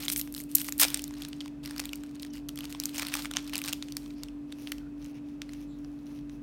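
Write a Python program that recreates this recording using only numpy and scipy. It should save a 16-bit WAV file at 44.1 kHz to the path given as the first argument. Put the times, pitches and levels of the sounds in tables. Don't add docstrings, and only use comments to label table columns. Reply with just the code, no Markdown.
import sys
import numpy as np
from scipy import signal
from scipy.fft import rfft, irfft, next_fast_len
from scipy.io import wavfile

SR = 44100
rng = np.random.default_rng(int(sys.argv[2]) if len(sys.argv) > 2 else 0)


def master_out(mix):
    frames = np.transpose(np.atleast_2d(mix))
    ceiling = np.clip(frames, -1, 1)
    pcm = np.round(ceiling * 32767).astype(np.int16)
    wavfile.write(sys.argv[1], SR, pcm)


N = 283320
TIME = np.arange(N) / SR

# shaft_multiple, level_db (rms)
MOTOR_HARMONICS = [(1, -59), (5, -57), (6, -41.5), (7, -75), (8, -68.5), (13, -72.5)]
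# pitch_hz, level_db (rms)
STEADY_TONES = [(47.12, -61.5), (141.4, -69), (293.8, -61)]
# frequency_hz, relative_level_db
AIR_SPECTRUM = [(20, -44), (36, -8), (46, -1.5), (66, -2), (108, -11.5), (140, 4.5), (160, -1), (183, -5.5),
                (255, -3), (295, -0.5), (325, -9), (650, -18), (2800, -33), (16000, -49.5)]
# pitch_hz, width_hz, level_db (rms)
CASING_TONES = [(1670, 40, -91), (2577, 47, -77)]
MOTOR_HZ, IN_STEP_S = 48.41, .22
AIR_DB = -51

# low_hz, high_hz
FILM_RANGES = [(450, 2000), (2000, 7000), (7000, 11000), (11000, 16500)]
# frequency_hz, gain_db
FILM_COLOUR = [(400, -2.5), (900, 1.5), (2000, 0), (3500, 2.5), (5200, 2.5), (7400, -2), (9000, 2.5),
               (10400, -1.5), (12000, 7), (15500, 6)]
# frequency_hz, gain_db
BISCUIT_COLOUR = [(700, 0), (1500, -5.5), (2400, -0.5), (4200, -3), (6200, 2), (8000, -8), (10000, 5),
                  (12000, 1.5), (15500, 2)]

# start_s, peak_level_db
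STICK_KNOCKS = [(4.7206, -25), (5.4184, -33.5)]
# start_s, length_s, first_hz, last_hz, width_hz, level_db (rms)
PANEL_SCRAPES = [ (2.275, .115, 3170, 2720, 30, -66), (2.301, 0.011, 5860, 5900, 900, -60),
                 (2.324, 0.044, 5080, 4690, 896, -60.5), (4.14, 0.094, 4920, 5160, 1150, -68),
                 (4.764, 0.14, 1434, 1440, 151.2, -69), (5.125, 0.091, 2450, 2510, 700, -68),
                 (5.662, 0.096, 7600, 7200, 700, -78), (5.672, 0.13, 3950, 3650, 700, -71.5)]
# start_s, length_s, level_db (before biscuit colour), treble_db
STICK_SLIDES = [(4.15, 0.1, -66.5, -8.5), (4.465, 0.11, -71.5, -5.5), (4.565, 0.14, -60.5, -3.5),
                (4.97, 0.13, -64.5, -6.5), (5.14, 0.028, -64.5, -8.5), (5.23, 0.11, -72.5, -7.5),
                (5.45, .19, -65.5, -6), (5.68, 0.348, -75.5, -4.5), (6.04, 0.15, -66, -6),
                (6.29, .07, -71, -4.5)]
# start_s, length_s, level_db, treble_db
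FINGER_GRIPS = [(0, 0.055, -45, 0), (0.165, .05, -56, 2), (0.366, 0.038, -55.5, 9),
                (0.489, 0.068, -62, 3.5), (0.559, 0.054, -45, 6), (0.64, .045, -51.5, 5.5),
                (0.785, .02, -45, 8), (0.803, 0.041, -35.5, -3), (0.858, 0.12, -55, -5.5),
                (1.0, .46, -65, -4.5), (1.166, 0.12, -66, -6), (1.629, 0.047, -55.5, -3.5),
                (1.682, 0.18, -58.5, -6), (1.856, 0.42, -66.5, -4.5), (2.327, 0.052, -56.5, -3),
                (2.551, 0.46, -61, -6), (2.694, 0.018, -57.5, 4), (2.932, 0.041, -48, -0.5),
                (2.978, 0.048, -43, -4.5), (3.044, 0.076, -53, -6), (3.117, 0.082, -48, -4.5),
                (3.184, 0.078, -54.5, -1), (3.349, 0.023, -51, -10.5), (3.39, 0.16, -59, -4.5),
                (3.522, 0.079, -52, -9.5), (3.635, 0.07, -45.5, -3.5), (3.801, 0.34, -67, -1.5)]
# start_s, length_s, level_db, bass_db, treble_db, unevenness (0-1)
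SEAL_RIBS = [(3.2255, 0.025, -64, -14, 13, 0.1)]
# start_s, length_s, level_db, bass_db, treble_db, unevenness (0-1)
FILM_RIPS_AND_CLICKS = [(0.085, 0.02, -44.5, -27, 5, 0.67), (0.1168, 0.021, -41.5, -22, 10, 0.9),
                        (0.1675, 0.036, -56, -13, 22, 0.82), (0.551, 0.0065, -37.5, -26, 23, 0.09),
                        (0.797, 0.0042, -25.5, -12, 7, 0.49), (0.8031, 0.019, -34.5, -15, 13.5, 0.89),
                        (0.8112, 0.014, -28, -28.5, 1, 0.76), (0.819, 0.0066, -32.5, 1, -8.5, 0.88),
                        (0.827, 0.01, -22, -10.5, 0.5, 0.6), (0.8406, 0.0052, -24, -19, -7, 0.8),
                        (1.795, 0.0062, -35.5, -4.5, -2, 0.54), (4.719, 0.0013, -33, -10, 0, 0.1)]
# start_s, facet_pitch_hz, level_db, treble_db
CREASE_SNAPS = [(0.0822, 4000, -24.5, -8), (0.1002, 4000, -28, -2), (0.1615, 8200, -28, -5.5),
                (0.1958, 12100, -35, 1.5), (0.2135, 12800, -35.5, 5.5), (0.275, 1500, -47.5, -20),
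                (0.3247, 13600, -56.5, 15.5), (0.341, 8600, -45.5, 4), (0.3486, 4200, -38.5, 0.5),
                (0.3639, 1900, -45, 2), (0.3793, 4050, -41.5, -3), (0.4168, 9000, -55, 4),
                (0.438, 9000, -53, 9), (0.515, 10300, -50, 5.5), (0.5837, 9060, -32.5, -4.5),
                (0.6825, 5500, -43.5, 6), (0.6865, 1180, -35.5, -11), (0.6924, 11700, -47, 12),
                (0.7234, 6170, -34, 3), (0.7805, 8500, -50, 17), (0.883, 5300, -33.5, -2),
                (0.9028, 3400, -39.5, 4), (0.944, 8530, -23, -3.5), (0.9731, 8300, -38, 1.5),
                (0.9937, 3340, -36, -4), (1.02, 5430, -51, 11), (1.0407, 7400, -35.5, 0.5),
                (1.0787, 12600, -47.5, 4.5), (1.1087, 1000, -49.5, -11), (1.139, 1610, -47.5, -9),
                (1.221, 3240, -38, -4), (1.2354, 4500, -45, -13), (1.25, 3160, -37.5, -9),
                (1.286, 13700, -58.5, 15), (1.3309, 3140, -41.5, -17), (1.406, 3470, -37, -35),
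                (1.4105, 3100, -39, -26), (1.4594, 1040, -47.5, -9), (1.4797, 2010, -49, -5.5),
                (1.6372, 3400, -51, -15), (1.6588, 4900, -37, -4), (1.7092, 1710, -41.5, -3),
                (1.763, 1300, -45, -3), (1.7807, 4850, -37, -4), (1.7999, 6540, -33, -3.5),
                (1.855, 3720, -39, 3), (1.892, 3380, -41.5, -9), (1.932, 3040, -38.5, -4),
                (1.9333, 2500, -35, -24), (1.957, 13000, -48, 6.5), (2.0361, 1500, -48, -4),
                (2.1972, 4040, -46.5, -9), (2.224, 5040, -53.5, 10), (2.2308, 5050, -38, -11),
                (2.249, 2000, -45.5, -5), (2.4873, 6400, -42.5, 0), (2.4909, 3460, -37.5, -4),
                (2.5585, 1834, -51, 6), (2.5751, 3550, -40, -7), (2.5887, 2460, -41, 1),
                (2.6072, 3070, -39, -5), (2.642, 1500, -47, -1), (2.6541, 2460, -41.5, -3),
                (2.726, 3100, -40.5, -3), (2.7487, 1040, -42, -19.5), (2.8003, 5380, -30.5, -0.5),
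                (2.837, 3600, -35.5, 0), (2.8561, 6260, -29, 1), (2.893, 4380, -42.5, -3),
                (2.9809, 2580, -37, 0), (2.9962, 2340, -30.5, -4), (3.0214, 2000, -34, -4),
                (3.05, 2200, -38, -11), (3.068, 4430, -34.5, -3), (3.085, 2500, -37.5, -2),
                (3.1396, 2200, -27, -4), (3.143, 3540, -36.5, -5), (3.153, 1160, -33, 0.5),
                (3.1707, 2200, -38, -1), (3.222, 4820, -39, -5), (3.248, 1150, -39.5, -14),
                (3.256, 1840, -33.5, -22.5), (3.3123, 1470, -36.5, -4), (3.3372, 2920, -36, -11),
                (3.3626, 3100, -37, -7), (3.369, 2640, -22, -40), (3.385, 2220, -39.5, -25),
                (3.391, 3130, -46, -20), (3.4767, 3900, -44.5, -4), (3.496, 2500, -45, -2),
                (3.5371, 3560, -37, -2), (3.5553, 4220, -29, -2.5), (3.5671, 3910, -36, -13),
                (3.58, 9580, -34.5, 4), (3.589, 3200, -37.5, -2), (3.6171, 2300, -35.5, -2),
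                (3.6396, 5900, -35, -7), (3.66, 11500, -46, 8), (3.6774, 2300, -34, -10),
                (3.6834, 2380, -34, -1), (3.7277, 3280, -33, -2), (3.7319, 2880, -28.5, -3),
                (3.8253, 3400, -33.5, -34), (3.885, 2500, -46, -11.5), (3.9223, 5250, -40.5, -5),
                (3.9685, 4600, -31.5, -2), (4.061, 1200, -52.5, -14), (4.106, 2360, -51, -23),
                (4.2343, 3550, -37.5, -4.5), (4.285, 3000, -48, -17), (4.5242, 3220, -40.5, -11.5),
                (4.673, 2750, -37.5, -33), (4.7212, 2950, -34.5, -5), (4.783, 2500, -49.5, -8),
                (5.045, 6000, -53, -4), (5.061, 6000, -55, -4), (5.4181, 4000, -36.5, -11.5),
                (5.4925, 2000, -48, -22), (5.5343, 2420, -47.5, -5), (5.847, 1200, -54.5, -15.5),
                (6.2963, 2010, -53, -14)]
# lowest_hz, highest_hz
SMALL_RING_SPAN = (1800, 11000)

SNAP_S = .003
FACET_HZ, FACET_BASS_DB, FACET_BASS_DB_PER_OCTAVE = 4000, -17, -9
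STROKE_BASS_DB, STROKE_BASS_PER_TREBLE = -7.5, -1.12
SMALL_SNAPS_PER_S, SMALL_SNAP_DB, SMALL_SCATTER_DB = 30, 3.5, 5.5
FORERUNNER_LEAD_S, FORERUNNER_DB, FORERUNNER_SHARE = 0.0036, -14, 0.32
TOP_HZ = 16100

RANGE_FILTERS = [signal.butter(N=2, Wn=edges, btype="band", fs=SR, output="sos") for edges in FILM_RANGES]


def undb(db):
    return 10 ** (np.asarray(db) / 20)


def unit(x):
    return x / np.sqrt(np.mean(x ** 2))


def colour(x, points):
    hz, db = np.transpose(points)
    log_hz = np.log(np.fft.rfftfreq(len(x), 1 / SR) + 1)
    gain = undb(np.interp(log_hz, np.log(hz), db))
    return irfft(rfft(x) * gain, len(x))


def resonate(x, hz, width_hz):
    return signal.lfilter(*signal.iirpeak(hz, hz / width_hz, fs=SR), x)


def add(track, s, sound):
    start = int(np.clip(s * SR, 0, N - 1))
    track[start:start + len(sound)] += sound[:N - start]


def appliance():
    lines = [(multiple * MOTOR_HZ, db) for multiple, db in MOTOR_HARMONICS] + list(STEADY_TONES)
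    hum = sum(np.sqrt(2) * undb(db) * np.sin(2 * np.pi * hz * (TIME - IN_STEP_S)) for hz, db in lines)
    air = undb(AIR_DB) * unit(colour(rng.standard_normal(N), AIR_SPECTRUM))
    casing = sum(undb(db) * unit(resonate(rng.standard_normal(N), hz, width_hz))
                 for hz, width_hz, db in CASING_TONES)
    return hum + air + casing


def room(x, wet_db=-17, t60_s=0.5, treble_t60_s=0.37, build_s=0.014, near_db=-21, near_s=0.0097, near_spread_s=0.006):
    t = np.arange(SR) / SR
    wash_noise, near_noise = rng.standard_normal((2, SR))
    low = signal.sosfilt(signal.butter(2, 6000, fs=SR, output="sos"), wash_noise)
    wash = low * undb(-60 * t / t60_s) + (wash_noise - low) * undb(-60 * t / treble_t60_s)
    wash = wash * np.minimum(t / build_s, 1)
    near = near_noise * np.exp(-((t - near_s) / near_spread_s) ** 2)
    response = (undb(wet_db) * unit(wash) + undb(near_db) * unit(near)) / np.sqrt(SR)
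    return signal.fftconvolve(x, response)[:N]


def knocks(ring_hz=2150, decay_s=0.0003):
    out, t = np.zeros(N), TIME[TIME < 10 * decay_s]
    envelope = t / decay_s * np.exp(1 - t / decay_s)
    for s, db in STICK_KNOCKS:
        add(out, s, undb(db) * np.sin(2 * np.pi * ring_hz * t) * envelope)
    return out


def scrapes():
    out = np.zeros(N)
    for s, length_s, first_hz, last_hz, width_hz, db in PANEL_SCRAPES:
        n = int(length_s * SR)
        smooth = signal.butter(2, width_hz / 2, fs=SR, output="sos")
        noise = rng.standard_normal(SR) + 1j * rng.standard_normal(SR)
        friction = signal.sosfilt(smooth, noise)[-n:]
        phase = 2 * np.pi * np.cumsum(np.linspace(first_hz, last_hz, n)) / SR
        singing = (friction * np.exp(1j * phase)).real
        add(out, s, undb(db) * unit(singing * np.sqrt(np.hanning(n))))
    return out


def film(x, length_s, db, bass_db, treble_db, lean=0.019, top_db=-4.0):
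    x, out = colour(x, FILM_COLOUR), 0
    tilts_db = (bass_db, 0, (1 - lean) * treble_db + top_db, (1 + lean) * treble_db + top_db)
    for k, (sos, tilt_db) in enumerate(zip(RANGE_FILTERS, tilts_db)):
        band = signal.sosfilt(sos, x)
        to_unit_rms = np.sqrt(length_s * SR / np.sum(band ** 2))
        out = out + (-1) ** k * band * undb(db + tilt_db) * to_unit_rms
    return out


def flick(kick, decay_s, tremble_db, tremble_s, size=1024):
    t = np.arange(size) / SR
    envelope = np.exp(-t / decay_s) + undb(tremble_db) * np.exp(-t / tremble_s)
    x = rng.standard_normal(size) * envelope
    x[0] += kick
    return x


def crackle(per_s=450, spread_db=5.5, ring_db=7, ring_q=5, clump_db=4.0, clump_s=.014, count=12):
    out = 0
    for hz in np.geomspace(2000, 14000, count):
        struck = rng.random(N) < per_s / count / SR
        sizes = undb(spread_db * np.minimum(rng.exponential(size=N), 3.2))
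        tick = flick(kick=3.5, decay_s=0.00069, tremble_db=-21, tremble_s=0.0091)
        tick = unit(tick + undb(ring_db) * resonate(tick, hz, hz / ring_q))
        out = out + signal.oaconvolve(struck * sizes, tick)[:N]
    clumps = np.interp(TIME / clump_s, np.arange(N), rng.standard_normal(N))
    return unit(out * undb(clump_db * clumps))


def rustle(strokes, crackle_share, attack_share, release_s):
    hiss = rng.standard_normal(N)
    motion = np.sqrt(crackle_share) * crackle() + np.sqrt(1 - crackle_share) * hiss
    out = np.zeros(N)
    for s, length_s, db, treble_db in strokes:
        t = TIME[:next_fast_len(int((length_s + 10 * release_s) * SR))]
        swell = np.minimum(t / (attack_share * length_s), 1)
        release = np.exp(-np.maximum(t - length_s, 0) / release_s)
        stroke = swell * release * np.roll(motion, -int(s * SR))[:len(t)]
        bass_db = STROKE_BASS_DB + STROKE_BASS_PER_TREBLE * treble_db
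        add(out, s, film(stroke, length_s, db, bass_db, treble_db))
    return out


def jerks(table, jerk_hz, scatter_db=5.0, size=4096):
    out = np.zeros(N)
    for s, length_s, db, bass_db, treble_db, uneven in table:
        x, t = np.zeros(size), 0
        for wait, strength in rng.standard_normal((64, 2)):
            if t >= length_s:
                break
            jerk = flick(kick=8, decay_s=.00045, tremble_db=-17, tremble_s=.0014)
            add(x, SNAP_S + t, jerk * undb(scatter_db * uneven * strength))
            t += np.exp(0.62 * uneven * wait) / jerk_hz
        add(out, s - SNAP_S, film(x, length_s, db, bass_db, treble_db))
    return out


def small_snaps(count=16):
    rows = []
    lowest_hz, highest_hz = SMALL_RING_SPAN
    for s, length_s, db, treble_db in FINGER_GRIPS:
        for k, (when, facet, force) in enumerate(rng.random((count, 3))):
            after_s = (k + when) / SMALL_SNAPS_PER_S
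            hz = lowest_hz * (highest_hz / lowest_hz) ** facet
            snap_db = db + SMALL_SNAP_DB + SMALL_SCATTER_DB * (2 * force - 1)
            if after_s < length_s:
                rows.append((s + after_s, hz, snap_db, treble_db))
    return rows


def forerunners():
    rows = []
    for s, hz, db, treble_db in CREASE_SNAPS:
        when, luck = rng.random(2)
        if luck < FORERUNNER_SHARE:
            rows.append((s - FORERUNNER_LEAD_S * (.5 + when), hz, db + FORERUNNER_DB, treble_db))
    return rows


def snaps(ring_db=8, ring_q=4, side_db=2, side_q=16, flat_kick=14):
    direct, all_round, lead = np.zeros(N), np.zeros(N), np.zeros(int(SNAP_S * SR))
    for s, hz, db, treble_db in list(CREASE_SNAPS) + forerunners() + small_snaps():
        bass_db = FACET_BASS_DB + FACET_BASS_DB_PER_OCTAVE * np.log2(hz / FACET_HZ)
        x = np.r_[lead, flick(kick=2.5, decay_s=.0008, tremble_db=-24, tremble_s=.004)]
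        neighbours = sum(resonate(x, f, f / side_q) for f in rng.uniform(1200, 12000, size=5))
        rung = x + undb(ring_db) * resonate(x, hz, hz / ring_q) + undb(side_db) * neighbours
        add(direct, s - SNAP_S, film(rung, SNAP_S, db, bass_db, treble_db))
        plain = x + flat_kick * signal.unit_impulse(len(x), len(lead))
        add(all_round, s - SNAP_S, film(plain, SNAP_S, db, bass_db, treble_db))
    return direct, all_round


def scene():
    hum = appliance()
    sliding = rustle(STICK_SLIDES, crackle_share=0.53, attack_share=0.33, release_s=0.019)
    gripping = rustle(FINGER_GRIPS, crackle_share=0.78, attack_share=0.097, release_s=0.013)
    ripping = jerks(FILM_RIPS_AND_CLICKS, jerk_hz=1389) + jerks(SEAL_RIBS, jerk_hz=242)
    handling = ripping + gripping + colour(sliding, BISCUIT_COLOUR) + scrapes() + knocks()
    direct, all_round = snaps()
    echoes = room(handling + all_round)
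    return (direct + handling + echoes + hum)[None]


def record(dry):
    return signal.sosfilt(signal.ellip(8, .2, 85, TOP_HZ, fs=SR, output="sos"), dry)


dry = scene()
out = record(dry)
master_out(out)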